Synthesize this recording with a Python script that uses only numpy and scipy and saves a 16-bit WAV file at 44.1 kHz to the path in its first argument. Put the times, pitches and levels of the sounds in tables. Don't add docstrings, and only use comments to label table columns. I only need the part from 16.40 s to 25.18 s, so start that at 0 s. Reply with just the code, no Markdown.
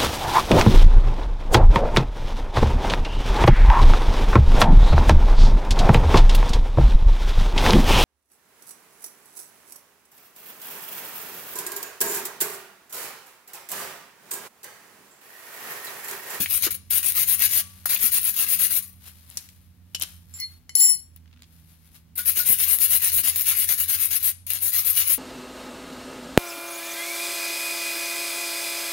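import sys
import numpy as np
from scipy import signal
from scipy.fft import rfft, irfft
from scipy.io import wavfile

SR = 44100
rng = np.random.default_rng(int(sys.argv[2]) if len(sys.argv) > 2 else 0)


def dump(signal):
    limited = np.clip(np.atleast_2d(signal).T, -1, 1)
    pcm = np.round(limited * 32767).astype(np.int16)
    wavfile.write(sys.argv[1], SR, pcm)


N = 387198
TIME = np.arange(N) / SR
BINS = np.fft.rfftfreq(N, 1 / SR)

# pitch_hz, level_db, t60_s, left_over_right_db
PART_MODES = [(1458, -36.5, .16, 16.5), (2919, -15, 0.042, 12.5), (6940, -10, 0.029, -11),
              (1153, -32.5, 0.54, 0)]


def brush(hiss_db=0.76, rasp_db=-2.5, part_db=-8, snap_db=-10, chatter_db=2.0):
    # start_s, level_db, fade_s
    grazes = [(0.306, -17.5, 0.044), (0.345, -30, 0.021), (1.456, -17.5, 0.049), (2.422, -32.5, 0.11),
              (5.755, -32, 0.09), (8.066, -22, 0.042)]
    # start_s, level_db
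    snag_events = [(.2235, -11), (.309, -17), (.351, -17.5), (0.631, -13.5), (.7215, -10.5), (.994, -10.5),
                   (1.198, -15.5), (1.4581, -9), (1.7193, -14.5), (1.831, -13), (1.9647, -11.5),
                   (2.2693, -10), (5.859, -12), (6.273, -14.5), (6.387, -11), (6.481, -14), (6.719, -12.5),
                   (6.9597, -7.5), (7.01, -8.5), (7.29, -10.5), (7.4418, -17), (8.1042, -8.5),
                   (8.1348, -11.5)]
    # frequency_hz, density_db
    hiss_spectrum = [(5000, -24.5), (7500, -15), (8300, -2), (9200, 3), (10200, 8), (12300, 10.5),
                     (13600, 9), (14800, 4.5), (15600, 6)]
    # frequency_hz, density_db
    rasp_spectrum = [(60, -18), (180, -12), (300, -11.5), (480, -20), (900, -10.5), (1400, -2), (2000, 4.5),
                     (2900, 5), (4200, 5.5), (4900, 4.5), (6700, 6.5), (7500, -10.5), (10000, -3.5),
                     (16000, -18)]
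    hiss_level = pressure(2, rise_s=.007, fall_s=.0095, land_s=.0017, turn_db=-13.5, swell_db=1.5)
    rasp_level = pressure(3, rise_s=.011, fall_s=.011, land_s=.0025, turn_db=-12.5, swell_db=1.0)
    for start, db, fade_s in grazes:
        graze = gain_of(db - 20 * TIME[:SR // 2] / fade_s)
        add(hiss_level, start, graze)
        add(rasp_level, start, graze * gain_of(-13.5))
    speed = hiss_level / hiss_level.max()
    ticks_per_s = 1000 + 9000 * speed
    catch = evened(gain_of(chatter_db * (0.95 - speed) * wander(70)[0] + 1.58 * wander(450)[0]))
    flick = rng.standard_normal((2, 128)) * np.exp(-np.linspace(0, 5, 128))
    flicks = signal.oaconvolve(slips(110, spread_db=3.5)[None], flick, axes=1)[:, :N]
    snaps = gain_of(snap_db) * evened(flicks) / (speed + 0.3) ** .5
    snags = np.zeros((2, N))
    for start, db in snag_events:
        add(snags, start, gain_of(db) * burst(8000, t60=0.0099, octaves=7.9))
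    tip_force = (slip_pair(ticks_per_s, spread_db=4) * catch + snaps) * hiss_level
    hiss = coloured(snags + grainy(tip_force, t60=0.017, share=0.62), hiss_spectrum)
    pits = evened(gain_of(1.33 * wander(110)[0]))
    face_force = (slip_pair(ticks_per_s, spread_db=5) * catch * pits + gain_of(-2) * snaps) * rasp_level
    scrape = gain_of(-16) * snags + grainy(face_force, t60=0.038, share=0.84)
    part_ring = sum(panned(gain_of(db) * evened(ring(scrape[0], hz, t60)), pan)
                    for hz, db, t60, pan in PART_MODES)
    friction = gain_of(hiss_db) * hiss + gain_of(rasp_db) * coloured(scrape, rasp_spectrum)
    return mic_pair(friction) + gain_of(part_db) * scrape.std() * part_ring


def pressure(column, rise_s, fall_s, land_s, turn_db, swell_db, turn_max_s=.12):
    # start_s, end_s, hiss_db (column 2), rasp_db (column 3)
    strokes = [(0.001, 0.037, -17, -28.5), (0.104, 0.175, -16, -31.5), (0.226, 0.263, -16.5, -25),
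               (0.505, 0.585, -14.5, -30.5), (0.637, 0.702, -16, -32.0), (0.761, 0.832, -15.5, -27.5),
               (0.877, 0.944, -14, -30), (1, 1.059, -15, -25.5), (1.114, 1.2, -16, -28.5),
               (1.492, 1.552, -17.5, -29), (1.605, 1.685, -15.5, -30.5), (1.723, 1.785, -14.5, -28),
               (1.846, 1.896, -16, -31.5), (1.97, 2.034, -17, -29), (2.085, 2.149, -15.5, -31),
               (2.196, 2.26, -15.5, -28), (2.311, 2.384, -17, -32.5), (5.776, 5.804, -22.5, -33.5),
               (5.865, 5.908, -15.5, -30.5), (5.968, 6.012, -16, -28), (6.065, 6.138, -13, -31),
               (6.191, 6.246, -16, -28.5), (6.281, 6.347, -13, -31), (6.406, 6.457, -13, -28.5),
               (6.501, 6.568, -14, -30), (6.622, 6.692, -15.5, -28), (6.729, 6.803, -16, -32),
               (6.842, 6.899, -14.5, -27), (6.956, 7.025, -18.5, -35), (7.064, 7.124, -16.0, -27),
               (7.171, 7.242, -16, -32), (7.285, 7.332, -15.5, -28), (7.38, 7.44, -18.5, -33.5),
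               (7.486, 7.555, -16.5, -30.0), (7.599, 7.662, -17, -33.5), (7.71, 7.772, -18.5, -30.5),
               (7.833, 7.903, -16, -32.5), (8.095, 8.173, -25, -35), (8.222, 8.295, -18, -34),
               (8.333, 8.401, -16, -28.5), (8.456, 8.509, -15.5, -31.5), (8.557, 8.623, -15.5, -27.5),
               (8.669, 8.744, -14.0, -31)]
    power, last_end = np.zeros(N), -np.inf
    next_starts = [row[0] for row in strokes[1:]] + [np.inf]
    for row, next_start in zip(strokes, next_starts):
        start, end = row[:2]
        t = TIME[max(int((start - .06) * SR), 0):int((end + .12) * SR)]
        bite_s = rise_s if start - last_end < turn_max_s else land_s
        sweep = (1 + np.tanh((t - start) / bite_s)) * (1 + np.tanh((end - t) / fall_s)) / 4
        sweep *= gain_of(swell_db * np.clip((t - start) / (end - start), 0, 1)) ** 2
        creep = (t > end) * (t < next_start) * (next_start - end < turn_max_s)
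        add(power, t[0], gain_of(row[column]) ** 2 * (sweep + creep * gain_of(turn_db) ** 2))
        last_end = end
    return np.sqrt(power)


def grainy(force, t60, share, block=2048):
    rings = np.zeros((2, N))
    for at in range(0, N - block, block):
        response = rng.standard_normal((2, block)) * gain_of(-60 * TIME[:block] / t60)
        response /= np.linalg.norm(response[0])
        add(rings, at / SR, signal.fftconvolve(force[:, at:at + block], response, axes=1))
    return np.sqrt(1 - share) * force + np.sqrt(share) * rings


def bumps():
    # start_s, level_db, centre_hz, t60_s
    soft_hits = [(.002, -28.5, 224, 0.11), (0.06, -20, 2700, 0.015), (.267, -34, 373, 0.1),
                 (0.27, -30, 1440, 0.063), (1.4575, -25, 1120, 0.017), (1.563, -25.5, 2740, 0.042),
                 (1.639, -38, 183, 0.097), (3.613, -41.5, 260, 0.092), (6.099, -30.5, 155, 0.064)]
    # start_s, level_db, pitch_hz
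    part_blows = [(1.201, -52, 1158), (5.786, -34, 1458), (5.998, -32, 1458)]
    thuds, notes, t = np.zeros((2, N)), np.zeros(N), TIME[:SR]
    for start, db, hz, t60 in soft_hits:
        add(thuds, start, gain_of(db) * burst(hz, t60, octaves=0.36))
    for start, db, pitch in part_blows:
        hz, _, t60, _ = min(PART_MODES, key=lambda mode: abs(mode[0] - pitch))
        add(notes, start, gain_of(db - 60 * t / t60) * np.sin(2 * np.pi * hz * t))
    return mic_pair(thuds) + notes


def spanner(slide_db=-18.5, flutter_db=3, hops_per_s=120, hop_db=-22.5):
    # pitch_hz, level_db, t60_s, left_over_right_db
    modes = [(710, -45, .08, 2), (900, -44, .06, 2), (2040, -32, .12, 6), (2140, -33, .1, 6),
             (3009, -30, .13, 5), (4311, -17, .25, 0), (5519, -14, .25, -1), (7328, -6.5, .2, -3),
             (9400, -22, .14, 11), (10272, -16, .14, 20), (11172, -4, .19, 17), (13545, -19, .16, 11),
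             (15452, -9, .11, 2)]
    # start_s, ring_db, favoured_hz, click_db, t60_share
    clinks = [(3.939, -25.5, 7940, -51, .6), (3.987, -30.5, 4300, -50, .6),
              (4.001, -15.5, 15600, -28.5, .6), (4.294, -1.5, 2470, -30, .55),
              (4.353, -9.5, 11340, -14.5, 1), (4.386, -19.5, 4510, -25, .7),
              (4.405, -16.5, 7450, -17.5, .7), (4.427, -20, 2950, -25, .6), (4.46, -19.5, 2440, -36.5, .6)]
    # peak_s, half_length_s, pitch_hz, level_db
    squeals = [(4.02, .025, 2090, -10.5), (4.02, .02, 3009, -25), (4.023, 0.023, 5519, -27.5),
               (4.036, 0.024, 4311, -9), (4.422, 0.036, 15452, -12.5), (4.425, 0.036, 11172, -23.5),
               (4.43, 0.03, 7328, -9.5), (4.485, .055, 5519, -9), (4.485, 0.078, 9400, -8),
               (4.505, .04, 10272, -6.5)]
    force = drag_force()
    grit_spectrum = [(4000, -29), (7000, -4.5), (8500, -10), (11500, 9.5), (14000, -14)]
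    grit = gain_of(-38) * force * coloured(slip_pair(500, spread_db=5), grit_spectrum)
    for start, _, _, click_db, _ in clinks:
        add(grit, start, gain_of(click_db) * burst(5600, t60=0.013, octaves=0.35, order=8))
    ringing, t = np.zeros((2, N)), TIME[:SR // 2]
    hops = gain_of(hop_db) * force * (rng.random(N) < hops_per_s / SR)
    for hz, db, t60, pan in modes:
        struck = ring(hops * rng.standard_normal(N), hz, t60 / 2)
        for start, ring_db, favoured_hz, _, t60_share in clinks:
            drive = 1 / (1 + (np.log2(hz / favoured_hz) / 0.19) ** 2)
            decay = gain_of(ring_db - 60 * t / (t60 * t60_share))
            add(struck, start, drive * decay * np.sin(2 * np.pi * hz * t))
        squeal = sum(gain_of(peak_db) * np.exp(-((TIME - peak) / half) ** 2)
                     for peak, half, pitch, peak_db in squeals if abs(hz / pitch - 1) < .055)
        rough = min(600 / hz + .06, .35)
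        height = gain_of(slide_db + flutter_db * wander(40)[0] + 10 * rough * wander(100)[0]) * force
        phase = 2 * np.pi * hz * TIME + .5 * wander(35)[0] + rough * wander(140)[0]
        ringing += panned(gain_of(db) * (struck + (height + squeal) * np.sin(phase)), pan)
    ringing[1] = irfft(rfft(ringing[1]) * np.exp(-1.7j), N)
    return mic_pair(grit) + ringing


def drag_force(rise_s=.003, release_db_per_s=281):
    # start_s, length_s, force_db
    drags = [(3.942, 0.0065, -23.5), (3.985, 0.071, -35.5), (4.351, 0.15, -1)]
    return sum(np.clip((TIME - start) / rise_s, 0, 1)
               * gain_of(db - release_db_per_s * np.maximum(TIME - start - length, 0))
               for start, length, db in drags)


def knocks(rattle_gap_s=0.008, rattle_db=-12.5, head_t60_s=0.069):
    # start_s, level_db, centre_hz, t60_s, width_octaves
    floor_hits = [(2.901, -29.5, 10100, 0.011, 0.38), (2.972, -16.5, 7700, .024, 0.66),
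                  (3.089, -36.5, 6470, 0.014, 1.3), (3.5483, -21.5, 5760, 0.035, 0.79),
                  (3.5981, -23, 11880, 0.017, 0.43), (3.612, -26, 5000, 0.041, 0.79),
                  (3.622, -11, 10800, 0.022, 0.28), (3.6215, -25.5, 4300, 0.026, 0.68),
                  (3.63, -26, 10500, .03, 0.37), (3.635, -25, 4040, 0.021, 1.37),
                  (4.762, -35.5, 12850, 0.017, 0.33), (5.022, -29.5, 4810, 0.0032, 1.2)]
    # start_s, level_db, pitch_hz
    head_blows = [(3.5473, -26.5, 2930), (3.5516, -27.5, 2947), (3.6116, -32.5, 3120), (3.6168, -40, 3150),
                  (3.639, -37, 3090)]
    # pitch_hz, level_db, t60_s, left_over_right_db
    ratchet_modes = [(4580, -16, 0.02, 1), (5414, -1, 0.037, -5), (7340, -15, 0.038, -1),
                     (10400, -16, .035, 16), (11300, -11, .035, 14), (12400, -11, .035, 18)]
    crunch, head, blows, t = np.zeros((2, N)), np.zeros(N), np.zeros(N), TIME[:SR // 2]
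    for start, db, hz, t60, octaves in floor_hits:
        body = burst(hz, t60, octaves, order=6)
        crack = gain_of(-2) * burst(hz, t60=0.0013, octaves=octaves, order=6)
        add(crunch, start, gain_of(db) * (body + crack))
        for k, delay in enumerate(np.cumsum(rattle_gap_s * rng.uniform(0.3, 1.4, 3))):
            bounce = burst(3500, t60=0.011, octaves=0.62)
            add(crunch, start + delay, gain_of(db + rattle_db - 5 * k) * bounce)
    for start, db, hz in head_blows:
        add(blows, start, gain_of([db]))
        phase = 2 * np.pi * hz * t + .5 * wander(400)[0, :len(t)]
        add(head, start, gain_of(db - 60 * t / head_t60_s) * np.sin(phase))
    overtones = sum(panned(gain_of(db) * ring(blows, hz, t60), pan) for hz, db, t60, pan in ratchet_modes)
    return mic_pair(crunch) + panned(head, db=12) + overtones


def fiddling():
    # start_s, length_s, ticks_per_s, level_db, centre_hz
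    spells = [(4.832, .19, 60, -52, 2290)]
    ticks = np.zeros((2, N))
    for start, length, per_s, db, hz in spells:
        for when, softness in rng.random((round(length * per_s), 2)):
            tick = gain_of(db - 7.1 * softness) * burst(hz, t60=0.023, octaves=0.77)
            add(ticks, start + when * length, tick)
    return mic_pair(ticks)


def rustle(handling_db=-72):
    # peak_s, level_db, fade_s
    rubs = [(1.262, -47.5, 1), (2.675, -40.5, 0.073), (2.79, -51, 0.11), (2.982, -45.5, 0.24),
            (3.677, -43.5, 0.13), (3.974, -44.5, 0.093), (4.126, -52.5, 0.083), (5.157, -54, 0.13),
            (5.317, -53.5, 0.13), (5.464, -53, 0.074), (5.56, -44.5, 0.038)]
    spectrum = [(300, -13.5), (1800, -3), (4000, -1), (7700, -5), (10000, 4), (12500, 7), (16000, -3.5)]
    power = sum(gain_of(db - 16 * np.abs(TIME - peak) / fade_s) ** 2 for peak, db, fade_s in rubs)
    crackle = slip_pair(3100, spread_db=6.4) * gain_of(0.58 * wander(24))
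    return mic_pair(coloured(crackle * np.sqrt(power + gain_of(handling_db) ** 2), spectrum))


def far_motors(motor_hz=81.7, waver=0.00495, flutter_db=2.5):
    # time_s, level_db
    motor_levels = [(0, -53), (1.9, -58.5), (5.15, -54), (5.5, -55.5), (6.1, -50.5), (7.3, -49), (8, -60)]
    # multiple, level_db
    motor_orders = [(1, -3), (2, -22), (3, -19.5)]
    # time_s, firing_hz, fundamental_db, octave_db
    engine = [(0, 94.5, -56, -70), (1.7, 93.14, -59, -58), (2.999, 91.9, -64, -66.5),
              (3.8, 87.5, -52.5, -63), (4.398, 85.5, -60.5, -76), (5.3, 81.66, -66, -60),
              (6.798, 87.14, -53, -66), (8.78, 90.5, -54.5, -73)]
    firing_hz, *engine_db = over_time(engine)
    motor_db, = over_time(motor_levels)
    motor_phase, engine_phase = (2 * np.pi * np.cumsum(hz * (1 + waver * wander(1.7)[0])) / SR
                                 for hz in (motor_hz, firing_hz))
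    tones = [gain_of(motor_db + db) * np.sin(k * motor_phase) for k, db in motor_orders]
    tones += [gain_of(db) * np.sin(k * engine_phase) for k, db in enumerate(engine_db, 1)]
    flutter = gain_of(flutter_db * wander(3, count=len(tones)))
    return panned(np.sqrt(2) * (tones * flutter).sum(0), db=-7)


def outdoor_air(level_db=-58):
    # frequency_hz, density_db
    spectrum = [(20, -22), (55, 7.5), (120, 4), (240, -3), (400, -18), (1000, -21), (2500, -23),
                (7000, -28), (11000, -31), (16000, -23)]
    return gain_of(level_db) * mic_pair(coloured(rng.standard_normal((2, N)), spectrum))


def garage(x, early_db=-10, tail_db=-15, t60=0.39):
    early, t = np.zeros((2, SR // 20)), TIME[:SR // 2]
    for side in early:
        side[(rng.uniform(.0012, .014, 8) * SR).astype(int)] = rng.choice([-1, 1], 8) / np.sqrt(8)
    noise = rng.standard_normal((2, len(t))) * np.clip(t / 0.0029, 0, 1)
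    body = signal.sosfiltfilt(signal.butter(4, 11000, fs=SR, output="sos"), noise)
    tail = body * gain_of(-60 * t / t60) + (noise - body) * gain_of(-60 * t / 0.12)
    tail /= np.linalg.norm(tail[0])
    echo = lambda response: signal.fftconvolve(x, response, axes=1)[:, :N]
    return x + gain_of(early_db) * echo(early) + gain_of(tail_db) * echo(tail)


def mic_pair(pair):
    # frequency_hz, correlation
    likeness = [(60, 0.5), (300, .93), (1400, 0.51), (3100, .36), (4800, 0.17), (6500, 0.23), (8000, .05)]
    # frequency_hz, gain_db
    shadow = [(7000, -1.5), (8500, -11), (10000, -12.5), (11800, -25.5), (13500, -8), (14700, -9.5),
              (15600, 0.5)]
    # frequency_hz, lag_radians
    lag = [(1000, 0.13), (4200, 0.55), (4750, 4.3), (7200, 2.17)]
    left, unrelated = rfft(pair)
    same = over_bins(likeness)
    shade = gain_of(over_bins([(5500, -1.3)] + shadow)) * np.exp(-1j * over_bins(lag))
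    right = shade * (same * left + np.sqrt(1 - same ** 2) * unrelated)
    return irfft(np.array([left, right]), N)


def slips(per_s, spread_db):
    chance = np.clip(per_s / SR, 1e-4, 1)
    size = gain_of(spread_db * np.clip(rng.standard_normal(N), -2, 2)) * rng.choice([-1, 1], N)
    return evened(size * (rng.random(N) < chance) / np.sqrt(chance))


def slip_pair(per_s, spread_db):
    return np.array([slips(per_s, spread_db) for _ in range(2)])


def burst(hz, t60, octaves, order=4):
    t, f = TIME[:8192], np.fft.rfftfreq(8192, 1 / SR)
    band = 1 / (1 + (np.log2((f + 1) / hz) / octaves) ** order)
    noise = irfft(rfft(rng.standard_normal((2, len(t)))) * np.sqrt(band))
    return evened(noise) * gain_of(-60 * t / t60)


def ring(force, hz, t60):
    pole = np.exp((2j * np.pi * hz - np.log(1000) / t60) / SR)
    return signal.lfilter([pole.imag], np.poly([pole, pole.conjugate()]).real, force + 1e-15)


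def wander(hz, count=1):
    knots = rng.standard_normal((count, 8192))
    return np.array([np.interp(TIME * 2 * hz, np.arange(len(k)), k) for k in knots]) * np.sqrt(3 / 2)


def coloured(x, spectrum):
    return irfft(rfft(x) * evened(gain_of(over_bins(spectrum))), N)


def over_bins(points):
    hz, value = np.transpose(points)
    return np.interp(np.log(BINS + 1), np.log(hz + 1), value)


def over_time(rows):
    times, *columns = np.transpose(rows)
    return [np.interp(TIME, times, column) for column in columns]


def gain_of(db):
    return 10 ** (np.asarray(db) / 20)


def evened(x):
    return x / np.sqrt(np.mean(x ** 2) + 1e-20)


def panned(x, db):
    return x * gain_of([[db / 2], [-db / 2]])


def add(mix, start_s, sound):
    span = mix[..., max(round(start_s * SR), 0):][..., :sound.shape[-1]]
    span += sound[..., :span.shape[-1]]


def scene():
    clear_spanner = garage(spanner(), early_db=-17, tail_db=-14, t60=.31)
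    brush_and_tools = garage(brush() + bumps() + knocks() + fiddling() + rustle())
    return brush_and_tools + clear_spanner + far_motors() + outdoor_air()


def record(dry, ceiling=.9, edge_hz=15850):
    held = dry / (1 + (dry / ceiling) ** 6) ** (1 / 6)
    lowpass = signal.firwin(511, edge_hz, window=("kaiser", 9), fs=SR)
    return signal.oaconvolve(held, lowpass[None], "same")


dry = scene()
out = record(dry)
dump(out)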